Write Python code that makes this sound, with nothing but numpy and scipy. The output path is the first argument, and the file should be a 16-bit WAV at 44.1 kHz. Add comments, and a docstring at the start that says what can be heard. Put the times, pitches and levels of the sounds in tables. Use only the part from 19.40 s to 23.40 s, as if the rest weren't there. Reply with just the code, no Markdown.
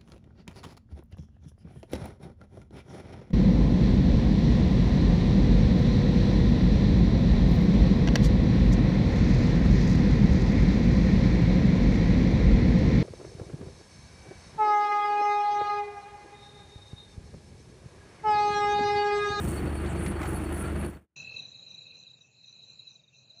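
"""Night in the bush, from a car. The engine idles, throbbing at each firing, under a pulsing cricket,
high rasps and a few scrapes. That fades, and after a short silence a second, duller scene cuts in:
crickets trill near and far, each wing stroke a falling whistle scattered by the ground. A bush cricket
buzzes softly, about four times a second, over a low rumble, a faint hum and far moans."""
import sys
import numpy as np
from scipy import signal
from scipy.fft import rfft, irfft
from scipy.io import wavfile
from scipy.ndimage import uniform_filter1d

SR = 44100
rng = np.random.default_rng(int(sys.argv[2]) if len(sys.argv) > 2 else 0)


def bounce(signal):
    """Save signal as a 16-bit WAV file at the path given by the first command-line argument."""
    frames = np.transpose(np.atleast_2d(signal))
    limited = np.clip(frames, -1, 1)
    pcm = np.round(limited * 32767).astype(np.int16)
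    wavfile.write(sys.argv[1], SR, pcm)


N = 176400
T = np.arange(N) / SR
CUT_S = 1.759  # the second scene cuts in


def amp(db):
    """Decibels to gain."""
    return 10 ** (np.asarray(db) / 20)


def unit(x):
    """Scales to rms 1."""
    return x / np.sqrt(np.mean(x ** 2) + 1e-20)


def curve(points):
    """An automation line through (time_s, value) points."""
    return np.interp(T, *np.transpose(points))


def add(mix, start_s, sound):
    """Mixes a sound in at a time."""
    at = round(start_s * SR)
    part = mix[max(at, 0):max(at + len(sound), 0)]
    part += sound[max(-at, 0):][:len(part)]


def colour(x, points):
    """EQ through (freq_hz, gain_db) points, scaled to rms 1."""
    hz, db = np.transpose(points)
    gain_db = np.interp(np.log(np.fft.rfftfreq(N, 1 / SR) + 1), np.log(hz), db)
    return unit(irfft(rfft(x) * amp(gain_db), N))


def band(hz, width_hz):
    """Noise in one steep-sided resonance; at 0 Hz, a random wobble."""
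    detune = abs(np.fft.rfftfreq(N, 1 / SR) - hz) / (width_hz / 2)
    return unit(irfft(rfft(rng.standard_normal(N)) / (1 + detune ** 3), N))


def swell(t, length_s):
    """A smooth rise and fall around t = 0."""
    return np.cos(np.pi * np.clip(t / length_s, -.5, .5)) ** 2


def echo(x, delay_s, share):
    """One reflection, which ripples the spectrum every 1 / delay_s Hz."""
    return x + share * np.interp(T - delay_s, T, x, left=0)


def scatter(x, wet_db, decay_s):
    """Ground and bushes add a brief cloud of echoes."""
    t = np.arange(SR // 5) / SR
    tail = rng.standard_normal(len(t)) * np.exp(-t / decay_s) * (t > .002)
    return x + amp(wet_db) * signal.fftconvolve(x, tail / np.linalg.norm(tail))[:N]


def stroke(hz, length_s, sag_hz_per_s):
    """One wing stroke: a whistle that falls as the wing slows."""
    t = np.arange(-length_s / 2, length_s / 2, 1 / SR)
    cycles = hz * t - sag_hz_per_s * t * t / 2 + rng.random()
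    return swell(t, length_s) ** .9 * np.sin(2 * np.pi * cycles)


def trill(hz, rate_hz, duty, sag_hz_per_s, uneven_db=0, jitter_s=0, waver=.0027):
    """A run of wing strokes from the cut on, varying in timing, level and pitch."""
    out = np.zeros(N)
    for k, (late, loud, sharp) in enumerate(rng.standard_normal((140, 3))):
        start_s = CUT_S + (k - duty / 2) / rate_hz + jitter_s * late
        whistle = stroke(hz * (1 + waver * sharp), duty / rate_hz, sag_hz_per_s)
        add(out, start_s, amp(uneven_db * loud) * whistle)
    return out / np.std(out[T > CUT_S])


def engine(firing_hz=24.77, wander=.0042, pipe_smear=.07):
    """Idle: a booming third order and its neighbours, with noise that throbs at each firing."""
    # engine orders: firing_multiple, level_db
    orders = [(2,-43.5),(3,-34),(4,-45.5),(5,-46),(6,-49.5),(7,-50.5),(8,-48),(12,-56),(13,-54.5),(14,-44.5),(16,-50)]
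    # rumble EQ: freq_hz, gain_db
    rumble_eq = [(25,-29.5),(42,-12.5),(75,-3.5),(110,-5.5),(150,-1.5),(210,-0.5),(250,-9.5),(305,-1),(345,-2.5),(400,-12),(450,-11),(600,-22),(1200,-51)]
    # clatter and hiss EQ: freq_hz, gain_db
    clatter_eq = [(250,-41.5),(480,-1.5),(660,3),(1000,-2),(1350,-1.5),(2000,-6),(2800,-10.5),(3900,-21.5),(5000,-31),(7000,-31.5),(9300,-15),(12300,-37),(15400,-44.5)]
    firings = np.cumsum(firing_hz * (1 + wander * band(0, 7))) / SR
    boom = np.zeros(N)
    for k, db in orders:
        tone = np.sqrt(2) * np.sin(2 * np.pi * (k * firings + pipe_smear * k ** 2))
        boom += amp(db) * (1 + .08 * band(0, 16)) * tone
    throb = np.cos(2 * np.pi * firings)
    rumble = rng.standard_normal(N) * (1 + .22 * throb) * amp(2.2 * band(0, 24))
    clatter = rng.standard_normal(N) * (1 + .083 * throb) * amp(1.3 * band(0, 130))
    return boom + amp(-32.5) * colour(rumble, rumble_eq) + amp(-41.5) * colour(clatter, clatter_eq)


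def near_cricket(pitch_hz=3990, length_s=.032, catch_s=.0135, attack_s=.0012):
    """Steeply falling strokes that catch abruptly and rattle against shifting ground echoes."""
    # wing strokes: centre_s, level_db
    strokes = [(1.966,-34.5),(1.997,-34.5),(2.026,-40.5),(2.054,-42),(2.087,-48.5),(2.119,-50),(2.15,-43.5),(2.191,-45.5),(2.225,-44.5),(2.267,-42.5),(2.304,-41.5),(2.343,-43),(2.382,-40.5),(2.42,-44),(2.469,-42.5),(2.507,-50),(2.549,-50),(2.604,-47.5),(2.631,-47),(2.67,-44.5),(2.702,-48),(2.737,-49),(2.773,-56),(2.812,-51.5),(3.037,-48.5),(3.075,-47.5),(3.192,-49.5),(3.228,-46),(3.302,-49.5),(3.394,-41),(3.473,-41),(3.51,-47),(3.557,-48.5),(3.597,-56),(3.64,-57.5),(3.682,-56),(3.746,-58),(3.905,-46.5)]
    # ground echo strength beside the direct stroke: time_s, share
    ground_echo = [(2.05,.25),(2.25,.8),(3.5,.8),(3.6,.3)]
    out = np.zeros(N)
    for centre_s, db in strokes:
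        start_s = centre_s - length_s / 2
        droop_hz = 14 * max(-49 - db, 0)  # weak strokes sound lower
        hz = pitch_hz - droop_hz + 25 * rng.standard_normal()
        whistle = stroke(hz, length_s, sag_hz_per_s=22000)
        catch = .62 + .38 * np.tanh((T[:len(whistle)] - catch_s) / attack_s)
        share = np.interp(centre_s, *np.transpose(ground_echo))
        whistle *= catch * amp(db) / np.hypot(1, share)
        add(out, start_s, whistle)
        for delay_s in rng.uniform(.002, .012, size=3):
            add(out, start_s + delay_s, share / np.sqrt(3) * whistle)
    return scatter(out, wet_db=-12, decay_s=.027)


def pulsing_cricket(pitch_hz=4440, strong_s=.052, weak_s=.034, lead_s=.048):
    """A weak, falling pulse leads each strong one, over a thin distant chorus."""
    # strong pulses: centre_s, level_db
    pulses = [(0.084,-51),(.183,-45),(.283,-51),(0.38,-50),(0.475,-51.5),(0.577,-51.5),(0.676,-52),(.773,-52),(.868,-52),(.968,-51.5),(1.066,-53.5),(1.166,-55),(1.263,-52.5),(1.364,-56),(1.459,-53),(1.555,-51)]
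    out = np.zeros(N)
    for centre_s, db in pulses:
        strong = stroke(pitch_hz, strong_s, sag_hz_per_s=1300)
        weak = stroke(4410, weak_s, sag_hz_per_s=6000)
        add(out, centre_s - strong_s / 2, amp(db) * strong)
        add(out, centre_s - weak_s / 2 - lead_s, amp(db - 7) * weak)
    return scatter(out, wet_db=-17, decay_s=.01) + amp(-71) * band(pitch_hz, 170)


def rasps(tick_decay_s=.01):
    """Short grainy rasps in the high treble, with a thin hiss and a few ticks."""
    # rasps: centre_s, length_s, level_db, pitch_hz
    bursts = [(0.018,0.11,-50,8900),(0.103,0.21,-47.5,9000),(0.177,0.053,-53,9300),(0.365,0.1,-52,9300),(0.42,.06,-57,9400),(0.512,0.083,-51.5,8050),(0.593,.06,-50,9300),(0.64,0.11,-48,9450),(0.693,0.084,-44.5,9900),(0.891,0.085,-48,9920),(0.956,0.099,-46,10200),(1.032,0.094,-52.5,9300),(1.146,0.083,-46,10000),(1.207,0.096,-43.5,9860),(1.266,0.11,-53.5,9000),(1.409,0.097,-49.5,10200),(1.477,0.1,-47,10050)]
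    # hiss fader: time_s, level_db
    hiss_fader = [(0,-48),(.12,-49),(.2,-56),(.35,-78),(.58,-90.5),(.65,-55),(.74,-75),(.86,-50.5),(1.02,-60),(1.21,-54.5),(1.3,-63),(1.41,-67),(1.5,-54)]
    # small ticks: start_s, level_db
    tick_hits = [(0.46,-42),(.559,-46),(.662,-37),(0.815,-40.5),(0.83,-41),(0.856,-40.5)]
    hiss_eq = [(3000, -19.5), (5500, -1), (8000, 6.5), (12500, 1.5), (15400, 6)]
    tick_eq = [(600, -14), (2000, 23), (5000, 4), (8500, 5), (12000, -13), (15000, -21.5)]
    rasp = sum(amp(db) * swell(T - centre_s, length_s) * band(hz, width_hz=2200)
               for centre_s, length_s, db, hz in bursts)
    hiss = amp(curve(hiss_fader)) * colour(rng.standard_normal(N), hiss_eq)
    tick_envelope = sum(amp(db) * np.exp(-abs(T - start_s) / tick_decay_s) * (T > start_s)
                        for start_s, db in tick_hits)
    ticks = tick_envelope * colour(rng.standard_normal(N), tick_eq)
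    grain = 1 + .35 * band(0, 400)
    return echo(rasp + hiss, delay_s=1 / 946, share=.2) * grain + ticks


def scrapes():
    """Brief scrapes and a boom, perhaps from the bodywork: swells of resonant noise."""
    # swells: centre_s, length_s, level_db, pitch_hz, width_hz
    swells = [(0.848,0.34,-42,1230,1184),(.855,.05,-39,790,170),(0.864,.06,-42,1296,110),(0.944,0.093,-41,780,200),(1.237,0.16,-43.5,1359,71.3),(1.414,0.26,-34.5,185,128.6)]
    return sum(amp(db) * swell(T - centre_s, length_s) * band(hz, width_hz)
               for centre_s, length_s, db, hz, width_hz in swells)


def far_crickets():
    """Several high trills overlap, each at its own rate."""
    # trilling crickets: pitch_hz, strokes_per_s, gain_db
    voices = [(4050,43.8,-2.5),(4020,57,-3),(3950,33.5,-4)]
    # chorus fader: time_s, gain_db
    fader = [(1.76,-49),(2.15,-54.5),(2.6,-54.5),(2.7,-62),(2.78,-71),(2.88,-79),(2.96,-64),(3.05,-55),(3.52,-57),(3.58,-83.5),(3.72,-92),(3.75,-60),(3.88,-62),(3.93,-57.5),(4,-51.5)]
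    chorus = np.zeros(N)
    for hz, rate_hz, db in voices:
        voice = trill(hz, rate_hz, duty=1.1, sag_hz_per_s=19000, uneven_db=2, jitter_s=.001, waver=.009)
        chorus += amp(db) * voice
    return scatter(chorus, wet_db=-3, decay_s=.015) * amp(curve(fader) - 4)


def low_crickets(stop_s=2.005, whistle_s=.05):
    """One loud low trill stops and leaves a distant chorus, from which single whistles swell."""
    # single whistles: centre_s, level_db, pitch_hz
    whistles = [(2.147,-55.5,2610),(2.47,-57,2586),(2.851,-59.5,2610),(3.46,-61,2600),(3.746,-59,2670)]
    # distant crickets: pitch_hz, strokes_per_s, gain_db
    voices = [(2654,44.3,-5),(2497,43,-7.5)]
    # chorus fader: time_s, gain_db
    fader = [(1.76,-47),(2.02,-53.5),(2.1,-65),(2.35,-61.5),(2.52,-56.5),(2.75,-69),(3.1,-65.5),(3.5,-66.5),(3.66,-75.5),(3.78,-66),(3.87,-70.5)]
    near = amp(-46.5) * trill(hz=2617, rate_hz=42.8, duty=1, sag_hz_per_s=4800)
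    near *= np.clip((stop_s - T) / .003, 0, 1)
    for centre_s, db, hz in whistles:
        add(near, centre_s - whistle_s / 2, amp(db) * stroke(hz, whistle_s, sag_hz_per_s=1500))
    chorus = np.zeros(N)
    for hz, rate_hz, db in voices:
        voice = trill(hz, rate_hz, duty=1.1, sag_hz_per_s=3500, uneven_db=3.5, jitter_s=.002, waver=.01)
        chorus += amp(db) * voice
    far = amp(-3) * scatter(chorus, wet_db=-5, decay_s=.02) + amp(-8) * band(2600, 200)
    return near + amp(curve(fader)) * far


def bush_cricket(teeth_per_s=125, buzz_s=.16):
    """Distant buzzes; the wing's file gives an uneven grain and a wide, bright skirt."""
    # buzzes: centre_s, level_db
    buzzes = [(1.79,-55.5),(1.99,-62.5),(2.08,-65),(2.325,-62.5),(2.595,-63),(2.84,-68),(3.09,-65),(3.301,-68.5),(3.53,-65.5),(3.78,-67.5),(4,-67.5)]
    teeth = np.cumsum(teeth_per_s * (1 + .198 * band(0, 60))) / SR
    grain = 1 + .7 * np.cos(2 * np.pi * teeth)
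    wing = band(6010, 540) + amp(-3.5) * band(6150, 1000)
    envelope = sum(amp(db) * swell(T - centre_s, buzz_s) for centre_s, db in buzzes)
    return envelope * unit(wing * grain)


def night_bed():
    """Low rumble and a faint high hiss, with random patchy dropouts in the treble."""
    # bed EQ: freq_hz, gain_db
    bed_eq = [(25,-35.5),(55,-33),(90,-7),(130,-0.5),(200,-7),(290,-16.5),(550,-13.5),(1000,-23.5),(1900,-29.5),(2150,-32),(2400,-15.5),(3300,-29),(3520,-27.5),(4400,-22),(4750,-29.5),(5100,-24.5),(5500,-29.5),(6900,-18),(7400,-23),(7620,-37.5),(7780,-55),(15000,-61.5)]
    # bed fader: time_s, level_db
    fader = [(1.76,-55),(2.02,-56.5),(2.09,-62),(2.6,-64),(2.9,-70),(3.3,-65),(3.7,-70),(3.95,-68)]
    hz, _, spectrum = signal.stft(rng.standard_normal(N), SR, nperseg=512)
    patches = uniform_filter1d(rng.standard_normal(spectrum.shape), size=8, axis=0)  # blur in pitch
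    patches = unit(uniform_filter1d(patches, size=9, axis=1))  # and in time
    depth_db = 4.6 * np.interp(hz, [200, 900, 5000], [.1, .6, 1.3])[:, None]
    spectrum *= amp(depth_db * np.minimum(patches, .7))
    patchy_noise = signal.istft(spectrum, nperseg=512)[1][:N]
    return amp(curve(fader)) * colour(patchy_noise, bed_eq)


def moans():
    """Two faint, rough tones far away, one level and one rising."""
    # moans: centre_s, length_s, level_db, pitch_hz, rise_hz_per_s
    tones = [(2.53,0.3,-71.5,478,1),(3.959,0.27,-71.5,668,1106)]
    out = np.zeros(N)
    for centre_s, length_s, db, hz, rise in tones:
        add(out, centre_s - length_s / 2, amp(db) * stroke(hz, length_s, sag_hz_per_s=-rise))
    return scatter(out * band(0, 79), wet_db=-.5, decay_s=.027)


def low_hum():
    """A faint, slightly wavering hum under the crickets."""
    pitch_hz = 125.4 + 5 * band(0, 17.3)
    return amp(-71.5) * np.sin(2 * np.pi * np.cumsum(pitch_hz) / SR)


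def scene():
    """The idling scene fades away; the trilling one cuts in."""
    # fader of the idling scene: time_s, gain_db
    fade_out = [(1.455,-1),(1.5,-10),(1.56,-13.5),(1.6,-26.5),(1.645,-35.5),(1.675,-62),(1.76,-53.5),(1.8,-100)]
    idling = engine() + pulsing_cricket() + rasps() + scrapes()
    crickets = near_cricket() + far_crickets() + low_crickets() + bush_cricket()
    trilling = crickets + night_bed() + moans() + low_hum()
    cut_in = np.clip((T - CUT_S) / .0057, 0, 1)
    return (idling * amp(curve(fade_out)) + trilling * cut_in)[None]


def record(dry):
    """A steep low-pass takes off the very top."""
    cutoff_hz = 15520
    low_pass = signal.firwin(511, cutoff_hz, window=("kaiser", 9), fs=SR)
    return signal.oaconvolve(dry, low_pass[None], "same")


dry = scene()
out = record(dry)
bounce(out)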